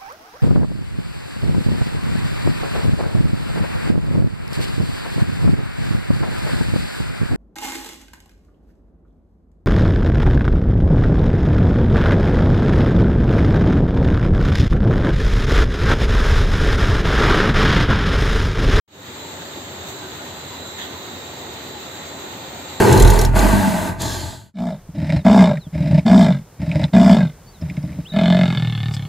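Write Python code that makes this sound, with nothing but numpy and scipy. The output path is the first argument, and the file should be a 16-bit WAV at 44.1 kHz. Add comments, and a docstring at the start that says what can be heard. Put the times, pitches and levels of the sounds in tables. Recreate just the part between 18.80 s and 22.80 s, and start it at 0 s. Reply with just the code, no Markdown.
"""A small belt conveyor runs steadily in a workshop, about two metres from a stereo microphone.
The geared motor rumbles and hums, the belt hisses over its bed, pulsing with the rollers, and the
speed controller makes the windings whine in many steady tones. Now and then the belt scrapes
along the frame, squeaks on a roller or bumps on its bed. The sound fades in at the start."""
import sys
import numpy as np
from scipy import signal
from scipy.fft import rfft, irfft, next_fast_len
from scipy.io import wavfile
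from scipy.ndimage import uniform_filter1d, map_coordinates

SR = 44100
rng = np.random.default_rng(int(sys.argv[2]) if len(sys.argv) > 2 else 0)


def put_to_file(sound):
    """Save the sound as 16-bit audio at rate SR, in the file named by the first command-line argument."""
    columns = np.atleast_2d(sound).T  # one column per channel
    safe = np.clip(columns, -1, 1)
    whole_steps = np.round(safe * 32767)
    wavfile.write(sys.argv[1], SR, whole_steps.astype(np.int16))


N = 176400


def motor():
    """The gearbox rumbles, two broad resonances of the frame swell, and shaft and gear teeth hum."""
    # spectra of the gearbox and the two resonances (frequency [Hz], relative level [dB])
    rumble_spectrum = [(20, -38), (45, -31.5), (62, -9), (85, -3), (115, -1.5), (150, -2.5), (230, -2.5),
                       (290, 0), (335, -4), (385, -1), (460, -5.5), (520, -2.5), (720, -6), (900, -8.5),
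                       (1100, -11.5), (1500, -13), (2500, -37), (5000, -87)]
    boom_spectrum = [(180, -19), (270, 2), (325, 1.5), (385, 7), (460, -6), (700, -68)]
    growl_spectrum = [(450, -62), (640, 3.5), (790, 7), (900, 8.5), (1100, -11.5), (1600, -63)]
    # swell of the resonances (time [s], boom level [dB], growl level [dB])
    resonance_levels = [(.4, -55, -52), (.9, -51, -50.5), (1.3, -42, -48), (1.7, -50.5, -52),
                        (2.15, -46.5, -53), (2.6, -50.5, -46), (3.0, -48.5, -48.5), (3.45, -42.5, -46),
                        (3.9, -58, -43.5)]
    # tones of motor and gear teeth (frequency [Hz], relative level [dB])
    hum_tones = [(80, -56), (90, -51), (134, -58), (371, -57), (848, -58), (883, -54), (1011, -61)]
    boom_db, growl_db = curves(resonance_levels)
    rumble = amp(-38.5) * rush(rumble_spectrum)
    boom = amp(boom_db) * rush(boom_spectrum, patchy_db=2.5)
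    growl = amp(growl_db) * rush(growl_spectrum, patchy_db=1.5)
    hum = sum(amp(db) * tone(hz, wander_hz=1.65, waver_db=-1.5, spread_rad=0.071)
              for hz, db in hum_tones)
    flutter = amp(0.37 * wobble(21.85))
    return flutter * (rumble + boom + growl) + amp(-2) * hum


def belt():
    """The belt slides on its bed with a hiss and a fine fizz; the drag swells with each roller turn."""
    # belt hiss and high fizz, with an empty band from 9 to 11.5 kHz between them
    # (frequency [Hz], relative level [dB])
    hiss_spectrum = [(400, -48), (1000, 3.5), (1500, -0.5), (1900, 3), (2300, -1), (3200, 0), (3850, 3),
                     (4300, -1.5), (4680, -3.5), (4850, -10.5), (6000, -9), (6250, -3), (7550, -1),
                     (7800, -8), (8450, -10), (8800, -30.5), (10000, -99)]
    fizz_spectrum = [(10500, -65), (11400, -60), (11650, 5), (12100, 2), (12300, 10), (12800, 7),
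                     (13200, 6.5), (15000, 7.5), (15700, -3)]
    roller_hz, roller_depth_db = 7.7, 0.58
    roller_phase = 2 * np.pi * roller_hz * clock() + wobble(2.32)
    drag_db = roller_depth_db * np.sin(roller_phase) + 0.29 * wobble(13)
    hiss = amp(-39) * rush(hiss_spectrum)
    fizz = amp(-51.5 + 0.8 * wobble(40)) * rush(fizz_spectrum)
    return amp(drag_db) * (hiss + fizz)


def whine():
    """The controller's switching makes the windings sing at its carrier and sidebands."""
    # the four strongest switching tones (frequency [Hz])
    strong_hz = [3700, 3759, 4000, 7459]
    # each swells and fades as the microphone drifts through the room's standing waves
    # (time [s], relative left level [dB], relative right level [dB])
    low_levels = [(0.3, -56, -50), (0.52, -57, -54), (0.82, -58, -49), (1.63, -53, -55), (1.9, -54, -54),
                  (2.03, -55, -45), (2.11, -58, -53), (2.28, -58, -48), (2.45, -58, -55), (2.78, -56, -44),
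                  (3.13, -51, -51), (3.95, -60, -55)]
    middle_levels = [(0.3, -49, -54), (0.75, -53, -56), (1.06, -58, -48), (1.46, -51, -51),
                     (1.63, -51, -58), (1.82, -50, -46), (1.98, -57, -44), (2.11, -54, -46),
                     (2.24, -56, -41), (2.45, -50, -42), (2.54, -47, -54), (2.69, -55, -44),
                     (2.89, -50, -61), (3.17, -57, -47), (3.58, -50, -56), (3.95, -58, -45)]
    carrier_levels = [(0.3, -48, -53), (0.45, -48, -44), (0.61, -48, -56), (1.01, -53, -55),
                      (1.14, -51, -44), (1.34, -51, -49), (1.88, -52, -39), (2.46, -53, -55),
                      (2.6, -49, -47), (2.71, -51, -52), (2.81, -47, -43), (2.9, -55, -43),
                      (3.13, -50, -47), (3.38, -51, -45), (3.69, -51, -55), (3.95, -50, -45)]
    whistle_levels = [(0.3, -47, -51), (0.46, -42, -58), (0.66, -48, -60), (0.76, -45, -55),
                      (1.7, -49, -55), (1.89, -40, -57), (2.08, -56, -50), (2.24, -53, -58),
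                      (2.46, -46, -55), (2.7, -53, -51), (2.83, -57, -54), (2.93, -48, -53),
                      (3.07, -53, -58), (3.19, -44, -56), (3.53, -52, -55), (3.95, -43, -57)]
    # weaker switching tones (frequency [Hz], relative level [dB], left over right [dB])
    weak_tones = [(1495, -63, 0), (1850, -56, -2), (2050, -58, -6), (2150, -59, -3), (2391, -58, -5),
                  (2691, -63, -1), (3112, -62, -4), (3459, -57, -5), (3659, -54, -8), (4241, -61, -5),
                  (4300, -60, -1), (4541, -58, 0), (4641, -65, 0), (5609, -70, 0), (6391, -62, 3),
                  (6691, -57, 2), (7159, -63, 4), (7241, -63, 4), (8000, -65, 1), (8300, -62, -3),
                  (8341, -64, -3), (12541, -68, 1), (13850, -66, 4), (13950, -69, 5), (14150, -66, 4),
                  (14750, -63, 5), (14900, -69, 3), (15100, -71, 2), (15250, -68, 5)]
    # the whine emerges a little after the noise (time [s], gain [dB])
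    entry = [(.1, -8), (.28, 0)]
    weak = sum(amp(db) * pan(balance_db) * tone(hz, wander_hz=0.65, waver_db=-2, spread_rad=1)
               for hz, db, balance_db in weak_tones)
    strong_levels = [low_levels, middle_levels, carrier_levels, whistle_levels]
    strong = sum(amp(curves(levels)) * tone(hz, wander_hz=0.65, waver_db=0, spread_rad=1)
                 for hz, levels in zip(strong_hz, strong_levels))
    entry_db, = curves(entry)
    return amp(entry_db) * (amp(-1.7) * weak + amp(-1.6) * strong)


def scrapes():
    """The belt's edge sticks and slips along the frame, which rings."""
    # contacts (peak time [s], rise [s], fall [s], ring level [dB], rasp level [dB])
    contacts = [(1.092, 0.017, .024, -51, -35.5), (1.995, 0.011, 0.013, -36, -38),
                (2.023, .009, 0.028, -35, -40.5), (3.18, .012, .023, -57, -50)]
    # the ringing frame (frequency [Hz], relative level [dB])
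    frame_spectrum = [(700, -31), (1400, -8), (1850, 1.5), (2350, -21), (2900, -4.5), (3400, 2), (3800, -3),
                      (4400, -15), (8000, -43.5)]
    # scraping rasp, with an empty band from 9 to 11.5 kHz (frequency [Hz], relative level [dB])
    rasp_spectrum = [(300, -20), (700, 14), (2000, 0.5), (4300, 3), (5300, -10), (6600, 9.5), (7600, 3),
                     (8500, -5), (9000, -37), (11200, -37), (11900, -5), (15500, -4)]
    roughness_db, slip_hz = 1.3, 369
    ring, rasp = rush(frame_spectrum), rush(rasp_spectrum)
    slips = unit(amp(roughness_db * wobble(slip_hz)))
    return slips * sum(swell(peak_s, rise_s, fall_s) * (amp(ring_db) * ring + amp(rasp_db) * rasp)
                       for peak_s, rise_s, fall_s, ring_db, rasp_db in contacts)


def squeaks():
    """Brief stick-slip tones, some clean and some rough, where the belt grips a roller."""
    # grips (peak time [s], pitch [Hz], pitch jitter [Hz], rise [s], level [dB])
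    grips = [(.45, 900, 45.4, .012, -40), (1.242, 1560, 39, .012, -42), (1.255, 1440, 25, 0.017, -43),
             (1.395, 1447, 14, 0.0049, -37.5), (1.73, 1026, 74, 0.017, -39.5), (1.86, 1420, 25, 0.011, -44),
             (1.988, 1822, 8.1, .028, -39), (2.65, 830, 40, 0.031, -41), (2.96, 830, 40, .01, -37),
             (3.44, 853, 40, 0.022, -36)]
    slip_hz = 166.8
    sound = np.zeros((2, N))
    for peak_s, hz, jitter_hz, rise_s, db in grips:
        phase = 2 * np.pi * np.cumsum(hz + jitter_hz * wobble(slip_hz)) / SR
        channel_phase = rng.normal(0, 0.61, (2, 1))
        sound += amp(db) * swell(peak_s, rise_s, fall_s=0.022) * np.sin(phase + channel_phase)
    return sound


def bumps():
    """The belt slaps softly on its hollow bed."""
    # slaps (peak time [s], level [dB])
    slaps = [(.62, -40), (.655, -48), (.77, -44), (.975, -46.5), (1.15, -44), (1.235, -41), (1.42, -36.5),
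             (2.06, -38.5), (2.14, -47), (2.29, -41.5), (2.35, -39.5), (2.66, -40.5), (3.44, -39.5)]
    # spectrum of the bed (frequency [Hz], relative level [dB])
    bed_spectrum = [(120, -30), (280, -2), (350, 5), (470, -20), (750, -5), (1150, -20), (1480, -12.5),
                    (2100, -31), (5000, -102)]
    envelope = sum(amp(db) * swell(peak_s, rise_s=0.011, fall_s=0.023) for peak_s, db in slaps)
    return envelope * rush(bed_spectrum, patchy_db=1.5)


def rush(spectrum, patchy_db=1):
    """Stereo noise of rms 1 as the room spreads it, with patches of random gain."""
    # stereo width at the microphone (frequency [Hz], side over mid [dB])
    width = [(60, -18), (150, -16), (350, -13.5), (700, -8.5), (1300, -.5), (2500, 1), (14000, 1)]
    # balance at the microphone (frequency [Hz], left over right [dB])
    balance = [(90, 3), (150, 0), (1200, 0), (2300, -2.5), (3300, -2.5), (3900, -10.5), (4500, 4.5),
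               (5900, -4.5), (6400, 6.5), (7550, 7.5), (8300, -2), (12000, 1.5), (14000, 4)]
    bins = signal.stft(rng.standard_normal((2, N)), nperseg=512)[2]
    patches = uniform_filter1d(rng.standard_normal(bins.shape[1:]), size=4, axis=0)  # across frequency
    patches = uniform_filter1d(patches, size=10, axis=1)  # across time
    noise = signal.istft(bins * amp(patchy_db * unit(patches)), nperseg=512)[1][:, :N]
    mid, side = filtered(noise, lambda hz: amp([along(spectrum, hz),
                                                along(spectrum, hz) + along(width, hz)]))
    left_right = np.array([mid + side, mid - side])
    return unit(filtered(left_right, lambda hz: pan(along(balance, hz))))


def tone(hz, wander_hz, waver_db, spread_rad):
    """A steady tone of rms 1 whose pitch wanders and whose level and phase waver in each channel."""
    phase = 2 * np.pi * (np.cumsum(hz + wander_hz * wobble(7.95)) / SR + rng.random())
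    channels = [amp(waver_db * wobble(3.98)) * np.sin(phase + spread_rad * wobble(2.09))
                for _ in range(2)]
    return unit(np.array(channels))


def swell(peak_s, rise_s, fall_s):
    """A rounded rise to a peak, then a decay in the room."""
    t = clock() - peak_s
    rise = np.exp(-(np.minimum(t, 0) / rise_s) ** 2 / 2)
    decay = np.exp(1 - np.hypot(1, np.maximum(t, 0) / fall_s))
    return rise * decay


def wobble(rate_hz):
    """A smooth random curve through rate_hz knots a second."""
    knots = rng.standard_normal(N // 64)
    return map_coordinates(knots, [clock()[::16] * rate_hz + 2], mode="wrap").repeat(16)[:N]


def amp(db):
    """Decibels to gain."""
    return 10 ** (np.asarray(db) / 20)


def unit(x):
    """Scale to rms 1."""
    return x / np.sqrt(np.mean(x ** 2) + 1e-20)


def clock():
    """Time of every sample in seconds."""
    return np.arange(N) / SR


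def along(points, hz):
    """Interpolate (frequency, value) points on a log frequency axis."""
    point_hz, values = np.transpose(points)
    return np.interp(np.log(hz + 1), np.log(point_hz + 1), values)


def curves(rows):
    """One value per sample for each column after the time."""
    times, *columns = np.transpose(rows)
    return [np.interp(clock(), times, column) for column in columns]


def filtered(x, response):
    """Filter x by a response given as a function of frequency."""
    size = next_fast_len(N + SR // 2)
    return irfft(rfft(x, size) * response(np.fft.rfftfreq(size, 1 / SR)), size)[..., :N]


def pan(db):
    """Left and right gains of constant power for a level difference."""
    gains = amp(np.array([np.atleast_1d(db), -np.atleast_1d(db)]) / 2)
    return gains / np.sqrt(np.mean(gains ** 2, axis=0))


def scene():
    """The conveyor stands a little to the right: its low sounds reach the right channel first."""
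    left_lag_s, corner_hz = 0.00017, 1500  # the lag shrinks above the corner

    def arrival(hz):
        return np.exp(1j * np.pi * left_lag_s * np.array([-hz, hz]) / np.hypot(1, hz / corner_hz))

    body = filtered(motor() + bumps() + squeaks(), arrival)
    return body + whine() + belt() + scrapes()


def record(dry):
    """The recorder fades in and keeps nothing above its band limit."""
    # fade-in (time [s], gain [dB])
    fade_in = [(.074, -74), (.079, -21.5), (.125, -12.5), (.15, -8), (.22, -4), (.3, -0.5), (.38, 1)]
    band_limit_hz = 15760
    fade_db, = curves(fade_in)
    return filtered(dry * amp(fade_db), lambda hz: hz < band_limit_hz)


dry = scene()
out = record(dry)
put_to_file(out)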